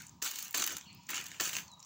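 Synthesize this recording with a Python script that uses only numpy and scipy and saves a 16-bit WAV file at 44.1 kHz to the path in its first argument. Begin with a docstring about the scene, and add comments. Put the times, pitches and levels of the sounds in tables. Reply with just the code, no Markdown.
"""Dried corn is pawed across a sheet-metal roof, close by: the end of one stroke, then four more by a monkey's hand.
Each of the four lands with a soft bump and a knock; showers of tiny grain contacts make its push and drag.
Decaying noise bursts make the kernels' snaps and the small crunches of chewing; the sheet rings faintly.
Gliding tones make birds, most of them far and echoing, over filtered noise: low rumble, distant drone, faint air."""
import sys
import numpy as np
from scipy import signal
from scipy.fft import rfft, irfft, next_fast_len
from scipy.io import wavfile
from scipy.ndimage import uniform_filter1d

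SR = 44100
rng = np.random.default_rng(int(sys.argv[2]) if len(sys.argv) > 2 else 0)


def store_pcm(level_fs):
    """Save levels as 16-bit WAV."""
    pcm = np.round(np.clip(level_fs, -1, 1) * 32767).astype(np.int16)
    wavfile.write(sys.argv[1], SR, np.atleast_2d(pcm).T)


N = 81585  # samples in the scene


def amp(db):
    """Decibels to gain."""
    return 10 ** (np.asarray(db) / 20)


def unit(x):
    """Scale to rms 1."""
    return x / np.sqrt(np.mean(x ** 2) + 1e-20)


def along(points, hz):
    """Read (frequency [Hz], level [dB]) points on a log frequency axis."""
    point_hz, level_db = np.transpose(points)
    return np.interp(np.log(hz + 1), np.log(point_hz + 1), level_db)


def curve(rows):
    """Read (time [s], value) points, one value per sample."""
    return np.interp(np.arange(N) / SR, *np.transpose(rows))


def add(out, start_s, x):
    """Mix x into out at a start time, cut at the end of out."""
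    i = max(round(start_s * SR), 0)
    out[i:i + len(x)] += x[:max(len(out) - i, 0)]


def colour(x, db_of_hz, size=4096):
    """Minimum-phase filter of unit energy with the given dB shape."""
    cepstrum = irfft(np.log(amp(db_of_hz(np.fft.rfftfreq(size, 1 / SR))) + 1e-6))
    # Folding the cepstrum forward packs the response's energy at its start.
    cepstrum[1:size // 2] *= 2
    cepstrum[size // 2 + 1:] = 0
    response = irfft(np.exp(rfft(cepstrum)))
    return signal.fftconvolve(x, response / np.linalg.norm(response))[:len(x)]


def noise(db_of_hz, size=N):
    """Steady coloured noise of rms 1, with the filter's start-up cut away."""
    return unit(colour(rng.standard_normal(size + 2048), db_of_hz)[-size:])


def dying(t60, size):
    """Exponential decay, 60 dB down after t60 seconds."""
    return amp(-60 * np.arange(size) / SR / t60)


def tail(t60, size):
    """Dying noise of unit energy."""
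    decay = rng.standard_normal(size) * dying(t60, size)
    return decay / np.linalg.norm(decay)


def burst(db_of_hz, t60, rise_s, size=4096):
    """A coloured puff that rises quickly and dies, with the energy of its envelope."""
    envelope = dying(t60, size) * (1 - np.exp(-np.arange(size) / SR / rise_s))
    puff = noise(db_of_hz, size=size) * envelope
    return puff * np.linalg.norm(envelope) / np.linalg.norm(puff)


def patchy(x, depth_db):
    """Random gain in small patches of time and pitch gives the scrape a changing colour."""
    spectrum = signal.stft(x, nperseg=512)[2]
    field = rng.standard_normal(spectrum.shape)
    field = uniform_filter1d(field, size=3, axis=0)  # blur across pitch
    field = unit(uniform_filter1d(field, size=5, axis=1))  # blur across time
    gain = amp(depth_db * np.clip(field, -2, 2))
    return unit(signal.istft(spectrum * gain, nperseg=512)[1][:len(x)])


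# Base colour of corn on the sheet: (frequency [Hz], relative level [dB])
CORN_COLOUR = [(30, -26), (90, -21.5), (300, -7), (520, -16.5), (1000, -7.5), (1650, -3.5), (2000, -6),
               (2600, -1), (3100, -3), (3800, -5), (4500, -4), (5100, -6.5), (6200, 2), (7350, 2.5),
               (8300, -8.5), (10500, -10.5), (14000, -11), (15200, 5.5), (16000, -11)]


def corn(bass_db, middle_db, treble_db):
    """The colour of corn on metal, tilted in bass, middle and treble for one contact."""
    tilt = [(650, bass_db), (1400, middle_db), (2900, middle_db), (4100, 0), (7500, 0.0046), (12000, treble_db)]
    return lambda hz: along(CORN_COLOUR, hz) + along(tilt, hz)


# Hand strokes across the corn: (time [s], push level [dB], push length [s], drag level [dB],
# drag end after the start [s], release [dB/s], bass tilt [dB], middle tilt [dB], treble tilt [dB])
HAND_STROKES = [(-.06, -49.5, 0.06, -54, 0.074, 149, -17, 2, -7),
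                (0.218, -37.5, 0.052, -46, 0.22, 149, -1.5, 3, 1),
                (0.5382, -37, 0.086, -43, 0.19, 195, 6.5, 3, -5.5),
                (1.085, -42, 0.11, -53.5, 0.267, 144, 5.5, 4.5, -5.5),
                (1.398, -37, 0.083, -43, 0.2, 350, 1.5, 2.5, -3)]
ATTACK_S, EASE_DB_PER_S = 0.0089, 231  # the hand lands; the push eases into the drag
GRAINS_PER_S, GRAIN_SPREAD_DB, GRAIN_T60 = 5000, 3.5, 0.0074  # contacts; decay in s


def strokes():
    """The hand pushes, then drags: a dense shower of tiny, quickly dying kernel contacts."""
    out, t = np.zeros(N), np.arange(N) / SR
    for s, push_db, push_s, drag_db, drag_s, release, bass_db, middle_db, treble_db in HAND_STROKES:
        since = t - s
        push = push_db - EASE_DB_PER_S * np.maximum(since - push_s, 0)
        level_db = np.maximum(push, drag_db) - release * np.maximum(since - drag_s, 0)
        grains = np.zeros(N)
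        for share in np.full(8, 1 / 8):  # eight kinds of grain, each with its own noise tail
            struck = rng.random(N) < share * GRAINS_PER_S / SR
            strength = amp(GRAIN_SPREAD_DB * np.minimum(rng.exponential(size=N), 4))
            grains += signal.fftconvolve(struck * strength, tail(GRAIN_T60, size=512))[:N]
        rustle = patchy(colour(grains, corn(bass_db, middle_db, treble_db)), depth_db=3.5)
        out += rustle * amp(level_db) * np.clip(since / ATTACK_S, 0, 1)
    return out


# Kernels that snap or strike the sheet: (time [s], envelope level before rise and decay [dB],
# decay t60 [s], middle tilt [dB], treble tilt [dB])
KERNEL_SNAPS = [(0.019, -38, 0.013, -11, 1), (0.2179, -39, 0.028, -3, -13), (0.2239, -27, 0.036, -12, -3),
                (0.245, -29, 0.02, -8, 4), (0.2538, -27.5, 0.011, -13, -11), (0.309, -30, 0.013, -24, 7),
                (.313, -27.5, 0.014, 2, 8.5), (0.336, -34, 0.011, 0, -2), (0.357, -32, 0.025, -11, 1.5),
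                (.387, -28.5, 0.02, 0, 1.5), (0.391, -34, 0.016, -3, 3), (0.405, -36, 0.02, -8, -14),
                (0.4253, -30, 0.022, -11, 4.5), (0.446, -37, .025, -10, 2), (0.481, -34, 0.01, -10, 6),
                (.5092, -27, 0.0079, -8, 9), (0.527, -41, 0.025, -14, 6), (0.545, -28, 0.078, -1, -3),
                (0.5737, -27, 0.032, -14, 8), (0.5816, -22.5, 0.012, -10, -5),
                (0.5952, -26, 0.021, 2, -0.5), (0.6211, -23.5, 0.02, -3.5, -13),
                (0.6235, -25, 0.017, 5.5, -7), (0.639, -24, 0.02, 2, 2), (0.6407, -26, 0.025, -1, -8),
                (0.6643, -21, 0.015, -12, 16), (0.6743, -24, 0.024, 2.5, 2.5), (0.7054, -32, 0.016, 6, -3),
                (0.7224, -31.5, 0.013, -6, 17), (0.727, -38, 0.015, 0, -1),
                (0.7671, -27.5, 0.019, -6.5, -1), (0.7818, -34, 0.016, 4, 2),
                (0.8112, -31.5, 0.0057, 4, -27), (1.091, -33, 0.029, 4, 6.5), (1.103, -31.5, 0.029, -6, 1),
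                (1.109, -32.5, 0.029, -16, 4), (1.132, -31.5, 0.023, 33, 10), (1.143, -30, 0.037, 6, -7),
                (1.156, -29.5, 0.021, -10, -6), (1.1647, -28, 0.015, -10, -8), (1.1708, -31, 0.018, 9, -6),
                (1.178, -26, 0.015, 3, -18), (1.2118, -37, 0.014, -2, 1), (1.2405, -35, 0.011, -9, 0),
                (1.2577, -40.5, 0.029, -4, -4), (1.265, -31, 0.013, -4.5, -5), (1.283, -41.5, .016, -3, 5),
                (1.3164, -26.5, 0.0048, 12, -4), (1.345, -42.5, .02, 14, -11), (1.3985, -27, 0.037, 2, -18),
                (1.4084, -24.5, 0.026, -9, -4.5), (1.4193, -31, .014, -2, 0), (1.4792, -33, .012, -16, 12),
                (1.492, -27.5, 0.021, 8, 1), (1.531, -33, 0.043, 5.5, -3), (1.5527, -24, 0.0093, 9, -10),
                (1.566, -22.5, 0.018, 6, -8), (1.584, -33.5, 0.036, 7, -20)]


def snaps():
    """Single kernels crack or strike: brief splintering noise, each with its own brightness."""
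    out = np.zeros(N)
    for s, db, t60, middle_db, treble_db in KERNEL_SNAPS:
        crack = burst(corn(bass_db=-10.0, middle_db=middle_db, treble_db=treble_db), t60, rise_s=0.00055)
        add(out, s, amp(db) * crack)
    return out


# Ringing modes of the sheet: (frequency [Hz], relative level [dB], decay t60 [s])
SHEET_MODES = [(1704, 6.5, 0.099), (2396, 1.5, 0.18), (2703, 4.5, 0.094), (3010, 5, 0.18), (3550, -1, 0.24),
               (4560, 3, 0.16), (6240, 1.5, 0.17), (7600, 0.5, 0.17)]
RING_DB, WASH_DB, WASH_T60 = -17.5, -14.5, 0.23  # clear modes; noise wash and its decay in s


def sheet(x):
    """The roof rings on in a few clear modes and a wash of dying noise."""
    t = np.arange(SR // 2) / SR
    ring = np.zeros(len(t))
    for hz, db, t60 in SHEET_MODES:
        ring += amp(db) * dying(t60, len(t)) * np.sin(2 * np.pi * (hz * t + rng.random()))
    wash = colour(tail(WASH_T60, len(t)), lambda hz: along([(200, 8.0), (7500, 7), (10000, -21)], hz))
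    response = amp(RING_DB) * ring / np.linalg.norm(ring) + amp(WASH_DB) * wash
    return signal.fftconvolve(x, response)[:N]


# Finger knocks as the hand lands: (time [s], level [dB])
FINGER_KNOCKS = [(0.2211, -36.5), (0.543, -29), (1.0897, -39.5), (1.4002, -27)]
# Short modes of each knock: (frequency [Hz], mean relative level [dB], decay t60 [s])
KNOCK_MODES = [(1055, -19, 0.055), (1420, -14, 0.03), (1742, -3, 0.041), (1900, -8.5, 0.048),
               (2714, -5, 0.039), (2940, -7.5, 0.032), (4525, -7.5, 0.051)]


def knocks():
    """Hard fingertips ring the sheet briefly, its modes struck a little differently each time."""
    out, t = np.zeros(N), np.arange(SR // 4) / SR
    for s, db in FINGER_KNOCKS:
        ring = np.zeros(len(t))
        for hz, level_db, t60 in KNOCK_MODES:
            strength = amp(level_db + rng.normal(0, 1.2))
            ring += strength * dying(t60, len(t)) * np.sin(2 * np.pi * (hz * t + rng.random()))
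        add(out, s, amp(db) * ring * (1 - np.exp(-t / 0.00025)))
    return out


# Palm and fingers bump the sheet: (time [s], envelope level before rise and decay [dB])
PALM_BUMPS = [(0.221, -48.5), (0.543, -44), (.72, -47.5), (1.096, -54.5), (1.406, -39.5)]
# Colour of a bump: (frequency [Hz], relative level [dB])
BUMP_COLOUR = [(30, -41), (70, 3), (150, -4), (300, 4), (700, 0), (1100, -1.5), (3000, -40)]
BUMP_T60 = 0.11  # s


def bumps():
    """The soft palm thuds on the roof: low, dying noise."""
    out = np.zeros(N)
    for s, db in PALM_BUMPS:
        thud = burst(lambda hz: along(BUMP_COLOUR, hz), BUMP_T60, rise_s=0.0015, size=12000)
        add(out, s, amp(db) * thud)
    return out


# Small crunches of chewing: (time [s], envelope level before rise and decay [dB], centre pitch [Hz])
CHEWING_CRUNCHES = [(0.0671, -42, 8000), (0.0828, -48.5, 6450), (.093, -44.5, 6600), (.929, -51, 7800),
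                    (.948, -50, 13500), (1.034, -58, 8300), (1.0673, -47.5, 6900), (1.6797, -47, 5440),
                    (1.716, -49, 7300), (1.736, -53, 7000), (1.7943, -52, 6450), (1.801, -45, 6200),
                    (1.81, -59, 7060), (1.8273, -44, 5000), (1.848, -51, 6800)]
CRUNCH_T60, CRUNCH_WIDTH, CRUNCH_SKIRT_DB = 0.019, 0.51, -19  # s; octaves; broad part under the peak


def chewing():
    """Tiny crunches: dying noise, each gathered around one pitch."""
    out = np.zeros(N)
    for s, db, pitch in CHEWING_CRUNCHES:
        def shape(hz):
            """Corn colour pressed down away from the pitch."""
            distance = np.log2((hz + 1) / pitch) / CRUNCH_WIDTH
            return along(CORN_COLOUR, hz) + CRUNCH_SKIRT_DB * (1 - np.exp(-distance ** 2 / 2))
        add(out, s, amp(db) * burst(shape, CRUNCH_T60, rise_s=0.00028))
    return out


def whistle(points):
    """A clear note: one sine gliding through (time [s], pitch [Hz], level [dB]) points."""
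    times, pitch, level_db = np.transpose(points)
    out, t = np.zeros(N), np.arange(times[0], times[-1], 1 / SR)
    hz = np.interp(t, times, pitch)
    tone = unit(np.sin(2 * np.pi * np.cumsum(hz) / SR))
    add(out, times[0], amp(np.interp(t, times, level_db)) * tone)
    return out


# Far bird notes, raspy or clear: (time [s], length [s], start pitch [Hz], end pitch [Hz],
# level before the direct and echo mix [dB], roughness [0-1])
FAR_BIRDS = [(0.801, 0.0506, 3100, 3850, -64.5, 0.62), (0.851, 0.081, 4437, 4290, -64, 0.49),
             (0.843, 0.051, 2930, 2870, -63.5, 0.54), (0.875, 0.0677, 2380, 2694, -64, 0.74),
             (0.928, 0.073, 4660, 5430, -72.5, 0.35), (0.983, 0.028, 950, 948, -66.5, 0.12)]
# The nearer bird's falling whistle: (time [s], pitch [Hz], level [dB])
FALLING_WHISTLE = [(1.672, 4490, -69), (1.71, 4080, -65.5), (1.734, 3890, -55.5), (1.755, 3800, -65),
                   (1.78, 3870, -79)]
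# Its short rising call: (time [s], pitch [Hz], level [dB])
RISING_CALL = [(1.833, 5200, -66), (1.84, 5800, -53), (1.847, 6200, -64)]
BIRD_WAVER_HZ = 302  # rms pitch waver at full roughness
BIRD_DIRECT_DB, NEAR_ECHO_DB, BIRD_T60 = -0.5, -5.5, 0.86  # far direct; near into echo; decay in s


def birds():
    """Far notes are blurred by echoes among trees; a nearer bird whistles clearly."""
    far = np.zeros(N)
    for s, length, start_hz, end_hz, db, rough in FAR_BIRDS:
        u = np.linspace(0, 1, int(length * SR))
        waver = unit(uniform_filter1d(rng.standard_normal(N), size=60))[:len(u)]
        hz = start_hz + (end_hz - start_hz) * u + BIRD_WAVER_HZ * rough * waver
        note = np.sin(np.pi * u) * np.sin(2 * np.pi * np.cumsum(hz) / SR)
        add(far, s, amp(db) * unit(note))
    near = whistle(FALLING_WHISTLE) + whistle(RISING_CALL)
    echoes = signal.fftconvolve(far + amp(NEAR_ECHO_DB) * near, tail(BIRD_T60, SR // 2))[:N]
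    return near + amp(BIRD_DIRECT_DB) * far + echoes


# Colours of rumble, distant drone and air: (frequency [Hz], relative level [dB])
RUMBLE_COLOUR = [(20, -23), (45, -29.5), (80, -1.5), (130, 0), (185, 2), (250, -7), (400, -19),
                 (600, -52.5), (2000, -74)]
DRONE_COLOUR = [(300, -35.5), (550, -20), (780, -12.5), (960, -2), (1100, -14), (1230, -9.5), (1450, -36),
                (3000, -42)]
AIR_COLOUR = [(200, -19), (1500, -2), (3000, 0.5), (5000, 3), (7300, 5), (8500, -16), (14000, -37),
              (15500, 3.5)]
# Their loudness over time: (time [s], level [dB])
RUMBLE_LOUDNESS = [(0, -56.5), (.08, -64.5), (.17, -57.5), (.23, -73), (.38, -76), (.45, -65.5), (.52, -72),
                   (.62, -63), (.68, -84), (.76, -55.5), (.8, -73), (.86, -60.5), (.97, -59.5),
                   (1.04, -63.5), (1.48, -65.5), (1.58, -55), (1.7, -65), (1.78, -66), (1.85, -73)]
DRONE_LOUDNESS = [(0, -69.5), (.5, -71), (.9, -68), (1.0, -69.5), (1.06, -72.5), (1.6, -62.5), (1.8, -64.5),
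                  (1.85, -66.5)]
AIR_LOUDNESS = [(0, -72), (.12, -65), (.21, -72.5), (.9, -65.5), (1.66, -60), (1.76, -68.5), (1.85, -62.5)]


def outdoors():
    """A low rumble, a far wavering drone and faint air: coloured noise that swells and dips."""
    rumble = amp(curve(RUMBLE_LOUDNESS)) * noise(lambda hz: along(RUMBLE_COLOUR, hz))
    drone = amp(curve(DRONE_LOUDNESS)) * noise(lambda hz: along(DRONE_COLOUR, hz))
    air = amp(curve(AIR_LOUDNESS)) * noise(lambda hz: along(AIR_COLOUR, hz))
    return rumble + drone + air


def scene():
    """Corn on the roof, with the garden behind."""
    kernels = strokes() + snaps()
    roof = kernels + sheet(kernels) + knocks() + bumps()
    return (roof + chewing() + birds() + outdoors())[None]


TOP_HZ = 15800  # band limit


def record(dry):
    """Nothing is kept above the band limit."""
    size = next_fast_len(N + SR // 2)
    kept = np.fft.rfftfreq(size, 1 / SR) < TOP_HZ
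    return irfft(rfft(dry, size) * kept, size)[..., :N]


dry = scene()
out = record(dry)
store_pcm(out)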